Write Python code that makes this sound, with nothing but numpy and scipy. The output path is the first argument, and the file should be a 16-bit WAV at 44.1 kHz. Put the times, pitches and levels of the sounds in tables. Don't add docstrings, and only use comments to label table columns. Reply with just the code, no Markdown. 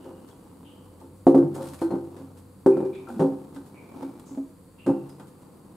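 import sys
import numpy as np
from scipy import signal
from scipy.fft import rfft, irfft, next_fast_len
from scipy.io import wavfile
from scipy.ndimage import uniform_filter1d

SR = 44100
rng = np.random.default_rng(int(sys.argv[2]) if len(sys.argv) > 2 else 0)


def transcribe(u):
    v = np.clip(np.atleast_2d(u).T, -1, 1)
    q = np.round(v * 32767).astype(np.int16)
    wavfile.write(sys.argv[1], SR, q)


N = 254004
T = np.arange(N) / SR
LN_1000 = np.log(1000)

# time_s, level_db
HUM_LEVEL = [(0, -55), (.5, -59), (.9, -51.5), (2.4, -48.5), (2.65, -56.5), (5.76, -61.5)]
# freq_hz, gain_db
AIR_SPECTRUM = [(20, -33.5), (45, -10), (70, -10.5), (95, -5.5), (135, -1.5), (200, 3), (235, -12),
                (272, 1), (330, -8.5), (420, -14), (495, -3.5), (600, -21.5), (1050, -18), (2000, -37)]
# freq_hz, gain_db
HISS_SPECTRUM = [(500, -33), (2000, -2.5), (3300, -7.5), (4200, -3.5), (4650, 1), (5200, -12), (6300, -8.5),
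                 (7800, 1), (10000, 1), (12500, -3.5), (15500, -7.5)]
# start_s, pitch_hz, level_db, t60_s
NOISE_PUFFS = [(0.0, 2910, -72, 2.1), (.645, 3030, -60.5, 0.83), (1.15, 9000, -68, 0.6),
               (2.707, 2400, -62.5, 0.94), (2.927, 2410, -55.5, 0.62), (2.929, 3560, -60, 0.38),
               (3.741, 2315, -60, 1.47), (4.254, 7060, -58.5, 0.58), (4.78, 2730, -57.5, 0.78)]
# start_s, level_db, length_s
PAW_SCUFFS = [(0.274, -55.5, 0.022), (0.996, -59, 0.017), (1.54, -47, 0.024), (1.606, -48.5, 0.046),
              (1.667, -51, 0.025), (1.731, -47.5, 0.017), (1.786, -50, 0.01), (1.809, -46, 0.018),
              (2.366, -56.5, 0.018), (3.07, -60.5, 0.078), (3.544, -57, 0.016), (3.656, -58.5, 0.02),
              (4.194, -54.5, 0.0063), (5.09, -57, 0.011), (5.27, -58, 0.011)]
# freq_hz, gain_db
SHAVINGS_SPECTRUM = [(400, 10), (1200, 10.5), (2200, -1.5), (4200, -0.5), (6000, -3), (8500, 3),
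                     (12000, -2.5), (15500, -12.5)]
# time_s, level_db
RUB_LEVEL = [(0, -48.5), (.5, -52.5), (1.04, -54), (1.2, -67), (1.6, -42.5), (1.8, -50), (2.2, -48),
             (2.6, -65.5), (2.9, -49), (3.25, -46), (3.72, -52.5), (4.03, -41.5), (4.2, -51.5),
             (4.35, -46.5), (4.6, -77), (5.05, -48.5), (5.3, -54.5), (5.75, -54)]
# freq_hz, gain_db
RUB_SPECTRUM = [(60, -29), (140, -2.5), (280, 12), (520, -3.5), (660, -5), (900, -2.5), (1300, -12),
                (1900, -27), (4000, -28), (9000, -34), (15000, -33)]
# freq_hz, gain_db
SIDE_SPECTRUM = [(30, 1), (80, -18), (300, -14), (600, -5), (1000, -6.5), (2000, -5.5), (4000, -2.5),
                 (8000, -9), (12000, -21)]
# freq_hz, gain_db
REVERB_SPECTRUM = [(60, -19), (150, -5), (300, -12.5), (600, -12), (1000, -10), (2000, -9), (5000, -4),
                   (12000, -2.5)]
# freq_hz, t60_s
REVERB_DECAY = [(120, 0.27), (400, 0.56), (1000, 0.43), (3000, 0.39), (12000, 0.25)]
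# start_s, pitch_hz, level_db, t60_s
PLASTIC_SNAPS = [(0.312, 3310, -55, 0.038), (1.012, 890, -43, 0.08), (1.2686, 720, -12, 0.041),
                 (1.3459, 728, -20, 0.039), (1.79, 2310, -49, 0.054), (1.821, 4250, -48, 0.045),
                 (1.907, 4220, -54, 0.06), (2.769, 1336, -40, 0.046), (3.072, 1363, -43, 0.11),
                 (3.098, 1454, -43, 0.087), (3.098, 780, -35, 0.075), (4.024, 929, -35, 0.044),
                 (4.375, 632, -36.5, 0.082), (5.1, 4980, -50, 0.024), (5.199, 1210, -47.5, 0.082)]
# freq_hz, level_db, t60_s
TANK_MODES = [(140.6, -14.5, 0.96), (173, -9, 0.095), (205, -16, 0.84), (274.4, -2.5, 0.31),
              (339.4, 1, 0.38), (384, -8, 0.46), (450.1, -2.5, 0.17), (522.5, -3, 0.26), (613, -4, 0.062),
              (788, -18, 0.29), (868, -38, 1.28), (1030, -27, 0.11), (1161, -18, 0.11)]
# freq_hz, gain_db
TANK_BASS = [(35, 10.5), (65, -9), (95, -7.5), (130, -0.5), (200, -0.5)]
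# freq_hz, level_db, t60_s
WALL_MODES = [(215.6, -8.5, 0.094), (302.4, 5.5, 0.049), (367, 7, 0.03), (502.2, -3.5, 0.11),
              (629, -7, 0.03), (665, -5.5, 0.029), (738, -8, 0.05), (773, -25, 0.33), (891.3, -11, 0.078),
              (1001, -23.5, 0.125), (1238, -24.5, 0.076), (1396, -39.5, 0.25), (1548, -37, 0.14)]
# freq_hz, gain_db
TICK_SPECTRUM = [(600, -9.5), (1500, 17.5), (2400, 5.5), (3500, 5), (6000, 0.5), (8500, 3), (11000, 0.5),
                 (15500, -25.5)]
# start_s, clack_db, hardness_db_per_octave, boom_db, note_hz, note_db, tick_db,
# rattle_db, rattle_s, first_gap_s
BLOWS = [(0.042, -48, 5.5, -41.5, 381.6, -44, -57, -37.5, 0.058, 0.0165),
         (1.019, -48, 1, -45.5, 273, -50, -75, -55, 0.049, 0.026),
         (1.2677, -9, -1.5, -11.5, 282, -14.5, -40, -17, 0.024, 0.012),
         (1.3456, -13, -2.5, -15, 275, -13.5, -44.5, -19.5, 0.021, 0.012),
         (1.375, -24.5, 7.5, -33.5, 343.3, -13, -52, -28, 0.017, 0.022),
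         (1.427, -22, -7, -35, 154, -21, -67, -35, 0.02, 0.024),
         (1.5585, -30, 7.2, -55, 536.7, -34, -67, -32.5, 0.081, 0.023),
         (1.817, -19, 5, -46.5, 332, -16, -50, -35.5, 0.057, 0.0071),
         (1.906, -24, 2.5, -38.5, 194.6, -26.5, -51, -26, 0.052, 0.0092),
         (2.165, -40, 3, -49, 267, -40.5, -53.5, -51.5, 0.11, 0.0089),
         (2.6617, -9.5, 0, -16.5, 385, -9.5, -41, -24, 0.048, 0.018),
         (2.769, -22, -0.5, -33, 367, -20.5, -53, -28, 0.016, 0.011),
         (2.8041, -22.5, -2, -33.5, 331, -26.5, -58, -22.5, 0.038, 0.024),
         (2.849, -36.5, 4.5, -32.5, 379, -21, -55, -38, 0.02, 0.01),
         (2.9478, -49, -1, -55, 383, -34.5, -55, -51.5, 0.023, 0.015),
         (3.0855, -34.5, 10, -40, 238.8, -32, -54, -46, 0.085, 0.038),
         (3.159, -48, -14, -43.5, 216, -27, -58, -35, 0.021, 0.027),
         (3.1947, -20, 3.5, -19.5, 159.3, -17, -40.5, -17.5, 0.02, 0.01),
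         (3.22, -16.5, 4, -24, 375.2, -17.5, -57, -37, 0.015, 0.0088),
         (3.242, -21, -1.5, -28.5, 275, -24, -74, -27.5, 0.012, 0.0146),
         (3.3234, -40, -2.5, -36, 283.4, -30, -69, -37.5, 0.012, 0.0101),
         (3.5596, -47, 19, -46, 279.6, -35, -50.5, -51, 0.018, 0.019),
         (4.023, -34.5, 9, -40, 271.7, -29.5, -52, -44, 0.013, 0.0145),
         (4.307, -46, 6, -63, 276.4, -35, -72, -56, 0.017, 0.02),
         (4.3747, -34, -2.5, -46, 272, -23, -63, -35, 0.0097, 0.024),
         (4.8628, -33.5, 14, -21, 198, -24, -43.5, -24, 0.012, 0.019),
         (4.8771, -26, -6, -28.5, 278, -18, -57, -22, 0.021, 0.0083),
         (4.8942, -18, 2, -50, 137.2, -20, -64, -23.5, 0.023, 0.0116),
         (5.1963, -41.5, 11, -70, 157, -45, -51.5, -44, 0.031, 0.015)]


def amp(db):
    return 10 ** (np.asarray(db) / 20)


def unit_rms(x):
    return x / np.sqrt(np.mean(x ** 2) + 1e-20)


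def decay(t, t60_s):
    return np.exp(-LN_1000 * t / t60_s)


def at_hz(table, hz):
    freq_hz, value = np.transpose(table)
    return np.interp(np.log(hz + 1), np.log(freq_hz + 1), value)


def envelope(curve):
    return amp(np.interp(T, *np.transpose(curve)))


def add(mix, start_s, sound):
    part = mix[..., max(round(start_s * SR), 0):][..., :sound.shape[-1]]
    part += sound[..., :part.shape[-1]]


def colour(x, spectrum):
    size = x.shape[-1]
    padded = next_fast_len(size + 4096)
    gain = amp(at_hz(spectrum, np.fft.rfftfreq(padded, 1 / SR)))
    return irfft(rfft(x, padded) * gain, padded)[..., :size]


def spread(pair):
    side = colour(pair[1], SIDE_SPECTRUM)
    return np.array([pair[0] + side, pair[0] - side])


def noise(spectrum):
    return unit_rms(spread(colour(rng.standard_normal((2, N)), spectrum)))


def grains(spectrum, rate_per_s, spread_db):
    size = amp(spread_db * np.minimum(rng.exponential(1, (2, N)), 4))
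    clicks = size * rng.standard_normal((2, N)) * (rng.random((2, N)) < rate_per_s / SR)
    return unit_rms(spread(colour(clicks, spectrum)))


def ring(t, hz, t60_s, rise_s):
    return np.sin(2 * np.pi * hz * t) * decay(t, t60_s) * (1 - np.exp(-t / rise_s))


def background(hum_hz=92.3, waver_rms_hz=4):
    freq_hz = np.fft.rfftfreq(N, 1 / SR)
    waver = unit_rms(irfft(rfft(rng.standard_normal(N)) / (1 + (freq_hz / 6) ** 4), N))
    hum = np.sin(2 * np.pi * np.cumsum(hum_hz + waver_rms_hz * waver) / SR)
    air = signal.sosfilt(signal.butter(4, 2200, fs=SR, output="sos"), noise(AIR_SPECTRUM))
    return envelope(HUM_LEVEL) * hum + amp(-51.5) * air + amp(-66.5) * noise(HISS_SPECTRUM)


def noise_puffs(rise_s=0.012, thinning_s=0.09):
    out, t = np.zeros((2, N)), T[:SR]
    freq_hz = np.fft.rfftfreq(SR, 1 / SR)
    wide_share = np.exp(-t / thinning_s)
    for start_s, pitch_hz, level_db, t60_s in NOISE_PUFFS:
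        half_widths_hz = np.array([280.5, 92.4]) * (pitch_hz / 2510) ** 2.1
        white = rfft(rng.standard_normal((2, SR)))
        wide, thin = (unit_rms(irfft(white / (1 + ((freq_hz - pitch_hz) / half_hz) ** 2), SR))
                      for half_hz in half_widths_hz)
        puff = np.sqrt(wide_share) * wide + np.sqrt(1 - wide_share) * thin
        fade = (1 - np.exp(-t / rise_s)) * decay(t, t60_s)
        add(out, start_s, amp(level_db) * fade * puff)
    return spread(out)


def scurrying(stir_db=-72.5, swing_db=2.6, swell_s=0.039):
    swell = np.interp(T / swell_s, np.arange(SR), rng.standard_normal(SR))
    push = amp(stir_db + swing_db * swell)
    for start_s, level_db, length_s in PAW_SCUFFS:
        age = T[:SR // 2] / (length_s / 2)
        add(push, start_s, amp(level_db) * age * np.exp(1 - age))
    return push * grains(SHAVINGS_SPECTRUM, rate_per_s=3000, spread_db=3)


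def rubbing():
    return envelope(RUB_LEVEL) * grains(RUB_SPECTRUM, rate_per_s=1400, spread_db=2.2)


def room_reverb(x, taps_per_s=3000, predelay_s=0.004):
    taps = rng.choice([-1., 1.], (2, SR)) * (rng.random((2, SR)) < taps_per_s / SR)
    taps[:, :int(predelay_s * SR)] = 0
    hz, t, bands = signal.stft(taps, SR, nperseg=256)
    tail = signal.istft(bands * decay(t, at_hz(REVERB_DECAY, hz)[:, None]), SR, nperseg=256)[1]
    tail = spread(colour(tail / np.linalg.norm(tail[0]), REVERB_SPECTRUM))
    return signal.fftconvolve(x[None], tail, axes=1)[:, :N]


def glass_reflection(x, delay_s=0.0021):
    echo = np.zeros(N)
    add(echo, delay_s, amp(-7) * x)
    return spread(np.array([x, echo]))


def snaps(roughness=0.68):
    out = np.zeros(N)
    for start_s, pitch_hz, level_db, t60_s in PLASTIC_SNAPS:
        add(out, start_s, amp(level_db) * ring(T[:SR // 4], pitch_hz, t60_s, rise_s=0.00078))
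    flutter = unit_rms(uniform_filter1d(rng.standard_normal(N), size=60))
    flutter = signal.sosfiltfilt(signal.butter(4, 300, fs=SR, output="sos"), flutter)
    return out * (1 + roughness * flutter)


def rebounds(rattle_s, first_gap_s, count=8, gap_ratio=0.92, fade_db=6.5, scatter_db=1.7):
    delay_s = np.cumsum(first_gap_s * gap_ratio ** np.arange(count))
    level_db = scatter_db * rng.standard_normal(count) - fade_db * (delay_s / rattle_s) ** 2
    return zip(delay_s, amp(level_db))


def hollow_note(t, start_s, pitch_hz, rattle_s, free_t60_s=0.2, damping_t60_s=0.49):
    note = ring(t, pitch_hz, free_t60_s, rise_s=0.28 * rattle_s)
    hold = 1 / decay(np.minimum(t, 0.67 * rattle_s), free_t60_s)
    free_s = min([blow[0] - start_s for blow in BLOWS if blow[0] > start_s + 0.04] + [1])
    return note * hold * decay(np.maximum(t - free_s, 0), damping_t60_s)


def knocks(rebound_boom_db=-7.5, rebound_tick_db=-20, low_cut_hz=120):
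    t = T[:int(0.7 * SR)]
    boom = sum(amp(db) * ring(t, hz, t60_s, rise_s=0.0047) for hz, db, t60_s in TANK_MODES)
    wall = np.array([amp(db) * ring(t, hz, t60_s, rise_s=0.0016) for hz, db, t60_s in WALL_MODES])
    wall_octaves = np.log2(np.array(WALL_MODES)[:, 0] / 500)
    tick = (np.exp(-t / 0.0084) + 0.24 * np.exp(-t / 0.022)) * (1 - np.exp(-t / 0.0017))
    body, contact = np.zeros(N), np.zeros(N)
    for (start_s, clack_db, hardness_db_per_octave, boom_db, note_hz, note_db, tick_db,
         rattle_db, rattle_s, first_gap_s) in BLOWS:
        clack = amp(hardness_db_per_octave * wall_octaves) @ wall
        add(body, start_s, amp(clack_db) * clack + amp(boom_db) * boom)
        add(body, start_s, amp(note_db) * hollow_note(t, start_s, note_hz, rattle_s))
        add(contact, start_s, amp(tick_db) * tick)
        rebound = amp(rattle_db) * (clack + amp(rebound_boom_db) * boom)
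        for delay_s, gain in rebounds(rattle_s, first_gap_s):
            add(body, start_s + delay_s, gain * rebound)
            add(contact, start_s + delay_s, gain * amp(tick_db + rebound_tick_db) * tick)
    body = signal.sosfilt(signal.butter(2, low_cut_hz, "high", fs=SR, output="sos"), body)
    ticks = contact * grains(TICK_SPECTRUM, rate_per_s=12000, spread_db=1.5)
    return colour(body, TANK_BASS), ticks


def scene():
    body, ticks = knocks()
    body = body + snaps()
    crackle = ticks + scurrying()
    reverb = room_reverb(body + crackle.mean(0))
    return glass_reflection(body) + crackle + reverb + rubbing() + noise_puffs() + background()


def record(dry, lean_db=0.17, cutoff_hz=15700):
    balance = amp([[lean_db], [-lean_db]])
    lowpass = signal.firwin(511, cutoff_hz, window=("kaiser", 9), fs=SR)
    return signal.oaconvolve(dry * balance, lowpass[None], "same")


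dry = scene()
out = record(dry)
transcribe(out)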